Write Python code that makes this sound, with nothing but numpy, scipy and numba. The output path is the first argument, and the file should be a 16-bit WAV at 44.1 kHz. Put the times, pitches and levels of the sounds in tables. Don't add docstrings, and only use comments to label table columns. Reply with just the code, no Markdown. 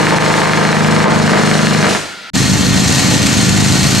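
import sys
import numpy as np
from scipy import signal
from scipy.fft import rfft, irfft
from scipy.io import wavfile
from scipy.ndimage import uniform_filter1d
from numba import njit

SR = 44100
rng = np.random.default_rng(int(sys.argv[2]) if len(sys.argv) > 2 else 0)


def transcribe(u):
    v = np.clip(np.atleast_2d(u).T, -1, 1)
    q = np.round(v * 32767).astype(np.int16)
    wavfile.write(sys.argv[1], SR, q)


N = 176400
LEAD = SR // 2
T = np.arange(-LEAD, N) / SR


# (time [s], rate [blows/s])
FIRST_RATE = [(0, 25.8), (.7, 25.7), (1.0, 25.45), (1.35, 25.4), (1.62, 25.7), (1.8, 25.2), (1.95, 24.2)]
# (time [s], thump [dB], crack [dB], rattle [dB])
FIRST_LEVELS = [(0, -17.5, -15.5, -25.5), (.55, -21, -16, -27), (.95, -14, -14.5, -27),
                (1.2, -15, -17, -27.5), (1.35, -16.5, -17, -24), (1.84, -15.5, -17, -25),
                (1.91, -19, -17.5, -20), (1.97, -25, -15.5, -28)]

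def first_spell(stop_s=1.96):
    strokes = stroke_count(FIRST_RATE, beat_s=.030)
    running = T < stop_s
    thump_gain, crack_gain, rattle_gain = (undb(curve(FIRST_LEVELS, k)) * running for k in (1, 2, 3))
    hits = blows(strokes, jitter_s=.00017, scatter_db=1)
    cracks = blows(strokes, jitter_s=.0002, scatter_db=1.3)
    rebound = blows(strokes, jitter_s=.0005, scatter_db=7.5, delay=.4)
    thump = loosening_thump(hits + undb(-14) * rebound) * thump_gain
    grit = chatter(strokes, peak_at=.82, depth_db=0, grain_db=1.5)
    crack = plaster_crack(cracks + undb(-4) * rebound + undb(-7.5) * grit, FIRST_CRACK) * crack_gain
    sheet = sheet_ring(cracks + rebound) * running
    clack = tip_clack(strokes) * running
    contacts = unit(chatter(strokes, peak_at=.65, depth_db=7, grain_db=2.5) + undb(-7) * cracks)
    rattle = bit_rattle(contacts, FIRST_RATTLE, BIT_MODES[:3], ring_db=-10.5) * rattle_gain
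    return (undb(1.5) * room(soften(thump), early_db=-7.5, late_db=-8.5, side_db=-7.5)
            + room(crack, early_db=7.5, late_db=4.5, side_db=-8.5)
            + room(soften(sheet), early_db=1.5, late_db=-11, side_db=-10)
            + room(soften(clack), early_db=-16.5, late_db=-6.5, side_db=-7)
            + undb(1.5) * room(rattle, early_db=-8.5, late_db=4.5, side_db=-8))


# (time [s], rate [blows/s])
SECOND_RATE = [(2.36, 26.25), (2.68, 26.3), (2.87, 27), (3.05, 26.1), (3.6, 25.8), (3.85, 26.5)]
# (time [s], thump [dB], crack [dB], rattle [dB])
SECOND_LEVELS = [(2.36, -16, -22.5, -18.5), (2.7, -15, -21.5, -19.5), (2.85, -15.5, -21, -17.5),
                 (3.55, -16, -22.5, -19.5), (4, -15, -21, -18)]

def second_spell():
    strokes = stroke_count(SECOND_RATE, beat_s=2.365)
    thump_gain, crack_gain, rattle_gain = (undb(curve(SECOND_LEVELS, k)) for k in (1, 2, 3))
    hits = blows(strokes, jitter_s=.0003, scatter_db=1.7)
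    rebound = blows(strokes, jitter_s=.0006, scatter_db=1, delay=.4)
    thump = masonry_thump(hits, rebound) * thump_gain
    grit = chatter(strokes, peak_at=.79, depth_db=2, grain_db=5)
    crack = plaster_crack(undb(-7.5) * hits + grit, SECOND_CRACK) * crack_gain
    contacts = chatter(strokes, peak_at=.64, depth_db=4, grain_db=4)
    rattle = bit_rattle(contacts, SECOND_RATTLE, BIT_MODES, ring_db=-10) * rattle_gain
    return (room(thump, early_db=-12.5, late_db=-15.5, side_db=1)
            + undb(.5) * room(crack, early_db=.5, late_db=2.5, side_db=-6)
            + room(rattle, early_db=-19, late_db=1, side_db=-7.5))


def stroke_count(rate, beat_s):
    strokes = np.cumsum(curve(rate)) / SR
    return strokes - np.interp(beat_s, T, strokes)


def blows(strokes, jitter_s, scatter_db, delay=0):
    due = np.flatnonzero(np.diff(np.floor(strokes - delay)))
    timing, force = rng.standard_normal((len(due), 2)).T
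    landed = np.clip(due + (timing * jitter_s * SR).astype(int), 0, len(T) - 1)
    pulses = np.zeros(len(T))
    pulses[landed] = undb(scatter_db * force)
    return unit(pulses)


def chatter(strokes, peak_at, depth_db, grain_db):
    swell = undb(depth_db * np.cos(2 * np.pi * (strokes - peak_at)) + grain_db * walk(400))
    return unit(rng.standard_normal(len(T)) * swell)


# (frequency [Hz], t60 [s], firm plaster [dB], loose plaster [dB], second spot [dB])
WALL_MODES = [(101.6, 0.57, 0.5, -3, 1.5), (133, 0.084, -34, -16, -1), (155.3, 0.6, -2.5, -2.5, -15),
              (186.4, 0.14, -1.5, -11, 2.5), (202.6, 0.16, 1, 4.5, 1), (229.3, 0.23, -5, 0.5, -5),
              (258.3, 0.094, 3.5, 1, -4), (282.7, 0.2, 0, -4, -7), (336.5, 0.36, -4, -4.5, -16),
              (467, .15, -10, -14, -39)]
# (frequency [Hz], level [dB])
RUMBLE = [(20, -16.5), (45, -12), (75, 1.5), (130, 7), (250, 3), (450, -18.5), (1500, -57), (5000, -100)]

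def loosening_thump(pulses, loosens_s=(.49, .81)):
    loosened = np.interp(T, loosens_s, (0, 1))
    mode_db = [firm + loosened * (loose - firm) for _, _, firm, loose, _ in WALL_MODES]
    return wall_ring(pulses, mode_db) + undb(-12.5) * noise(RUMBLE)


def masonry_thump(hits, rebound):
    boom = wall_ring(hits + undb(-.5) * rebound, [row[-1] for row in WALL_MODES])
    rumble = colour(hits + undb(3) * rng.standard_normal(len(T)), RUMBLE)
    return boom + undb(-6) * rumble


def wall_ring(pulses, mode_db, low_hz=91.8):
    modes = sum(undb(db) * ring(pulses, hz, t60) for (hz, t60, *_), db in zip(WALL_MODES, mode_db))
    return unit(signal.sosfilt(signal.butter(4, low_hz, "high", fs=SR, output="sos"), modes))


# (frequency [Hz], level [dB])
FIRST_CRACK = [(180, -41), (300, -2.5), (453, -3), (655, -2), (1040, -7), (1770, -6.5), (3550, -24),
               (4000, -20), (5200, -27.5), (8800, -120)]
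SECOND_CRACK = [(280, -33), (480, 2.5), (578, -2), (1160, -4), (1260, -7), (1920, 0.5), (2090, -5),
                (4000, -6.5), (5200, -24), (8800, -120)]

def plaster_crack(contacts, spectrum):
    return colour(unit(contacts), spectrum)


# (frequency [Hz], level [dB])
FIRST_RATTLE = [(1650, -16), (2800, -2.5), (3570, -7), (4280, -4.5), (5420, -4.5), (8010, -8),
                (12500, -26.5), (14000, -36.5)]
SECOND_RATTLE = [(1410, -10), (2400, -5), (3790, -7.5), (4240, 1), (4910, -3.5), (7210, -3.5), (8290, -7.5),
                 (9470, -17), (12300, -19.5), (14000, -39)]
# (frequency [Hz], t60 [s], level [dB])
BIT_MODES = [(2015, 0.14, -6), (4293, 0.038, -4), (4376, 0.033, 0.5), (6570, 0.0053, 2.5),
             (7300, 0.017, -2.5), (8130, 0.058, 3)]

def bit_rattle(contacts, spectrum, modes, ring_db):
    return colour(contacts, spectrum) + undb(ring_db) * struck(contacts, modes)


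# (frequency [Hz], t60 [s], level [dB])
SHEET_MODES = [(571, 0.026, 4.5), (818, 0.021, -16.5), (914, 0.054, 6), (1054, 0.044, 5.5),
               (1165, 0.044, -10.5)]
# (time [s], level [dB])
SHEET_LEVELS = [(0, -18), (.25, -17.5), (.55, -18.5), (.75, -24.5), (1.1, -16.5), (1.4, -43), (1.93, -42)]

def sheet_ring(pulses):
    return struck(pulses, SHEET_MODES) * undb(curve(SHEET_LEVELS))


# (frequency [Hz], t60 [s], level [dB])
CLACK_MODES = [(1400, 0.005, -8), (1740, 0.0082, 6), (2150, 0.0052, 5), (3300, 0.0033, -8)]
# (time [s], level [dB])
CLACK_LEVELS = [(0, -17.5), (.2, -17), (.45, -18.5), (.8, -19.5), (1.15, -22), (1.35, -23), (1.87, -24),
                (1.94, -31)]

def tip_clack(strokes):
    hits = blows(strokes, jitter_s=.00015, scatter_db=3)
    return -struck(hits, CLACK_MODES) * undb(curve(CLACK_LEVELS))


def soften(x, contact_hz=4800):
    return signal.sosfilt(signal.butter(4, contact_hz, fs=SR, output="sos"), x)


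# (frequency [Hz], level [dB])
MOTOR_TONES = [(1394, -42), (1943, -47), (2815, -67)]
# (frequency [Hz], level [dB])
COOLING_AIR = [(47, -63), (80, -63), (251, -24), (405, -30), (1050, -24.5), (1140, -38), (1360, -11.5),
               (1610, -20.5), (4080, -22.5), (14000, -54.5)]

def motor():
    turning = np.cumsum(1 + .0029 * walk(24.2)) / SR
    whine = sum(undb(db) * np.sqrt(2) * np.sin(2 * np.pi * hz * turning) for hz, db in MOTOR_TONES)
    air = undb(-32) * noise(COOLING_AIR)
    return whine + room(air, early_db=-16, late_db=-6, side_db=-3)


def room(x, early_db, late_db, side_db, t60_s=.69, build_s=.0015, early_s=.027):
    t = np.arange(LEAD) / SR
    early = undb(early_db) * np.exp(-t / early_s) * np.sqrt(2 / (early_s * SR))
    fall = np.log(1000) / t60_s
    late = undb(late_db) * np.exp(-t * fall) * np.sqrt(2 * fall / SR)
    mid, side = rng.standard_normal((2, LEAD)) * np.hypot(early, late) * (1 - np.exp(-t / build_s))
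    mid[0] = 1
    response = (mid + undb(side_db) * side * np.array([[1], [-1]])) / np.linalg.norm(mid)
    return signal.fftconvolve(x[None], response, axes=1)[:, :len(x)]


def struck(x, modes):
    return unit(sum(undb(db) * ring(x, hz, t60) for hz, t60, db in modes))


def ring(x, hz, t60):
    pole = np.exp((2j * np.pi * hz - np.log(1000) / t60) / SR)
    return unit(signal.lfilter([1], [1, -pole], x + 1e-18).imag)


def noise(spectrum):
    return colour(rng.standard_normal(len(T)), spectrum)


def colour(x, spectrum, size=4096):
    cepstrum = irfft(np.log(undb(over_hz(spectrum, size))))
    cepstrum[1:size // 2] *= 2
    cepstrum[size // 2 + 1:] = 0
    response = irfft(np.exp(rfft(cepstrum)))
    return signal.fftconvolve(x, response / np.linalg.norm(response))[:len(x)]


def walk(rate_hz):
    hold = int(SR / rate_hz)
    steps = np.repeat(rng.standard_normal(len(T) // hold + 1), hold)
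    return uniform_filter1d(steps, hold)[:len(T)]


def curve(rows, column=1):
    rows = np.array(rows)
    return np.interp(T, rows[:, 0], rows[:, column])


def over_hz(points, size):
    hz, value = np.array(points).T
    return np.interp(np.log(np.arange(size // 2 + 1) * SR / size + 1), np.log(hz), value)


def undb(db):
    return 10 ** (np.asarray(db) / 20)


def unit(x):
    return x / np.sqrt(np.mean(x ** 2))


@njit
def follow(x, attack, release):
    out, level = np.empty(len(x)), 0.
    for i in range(len(x)):
        level += (x[i] - level) * (attack if x[i] > level else release)
        out[i] = level
    return out


def limiter(x, threshold=.84, attack_s=.00018, release_s=.019, lookahead_s=.0004):
    peak = follow(np.abs(x).max(axis=0), 1 / (1 + attack_s * SR), 1 / (1 + release_s * SR))
    gain = threshold / np.maximum(peak, threshold)
    ahead = int(lookahead_s * SR)
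    return x * uniform_filter1d(np.roll(gain, -ahead), ahead)


def scene(silent_s=(2.302, 2.333), fade_in_s=.021):
    before = np.clip((silent_s[0] - T) * SR / 40, 0, 1)
    after = np.clip((T - silent_s[1]) / fade_in_s, 0, 1)
    hush = undb(-59) * noise(RUMBLE)
    mix = first_spell() * before + second_spell() * after + motor() * (before + after) + hush
    return mix[:, LEAD:]


# (frequency [Hz], phase lead [rad])
STEREO_PHASE = [(30, -.3), (100, -.7), (260, -1.2), (520, -1.15), (1100, -.8), (2500, -.25), (3800, -.35),
                (6500, 0)]
# (frequency [Hz], level [dB])
STEREO_BALANCE = [(100, .8), (700, -.3), (2000, 0), (4400, 1), (8000, 2), (13000, .5)]

def record(dry, top_hz=14600):
    lead, tilt = over_hz(STEREO_PHASE, N), over_hz(STEREO_BALANCE, N)
    sides = np.array([[1], [-1]]) / 2
    spread = undb(sides * tilt) * np.exp(1j * sides * lead) / np.cos(lead / 2)
    heard = irfft(rfft(dry) * spread, N)
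    return signal.sosfilt(signal.ellip(8, .2, 80, top_hz, fs=SR, output="sos"), limiter(heard))


dry = scene()
out = record(dry)
transcribe(out)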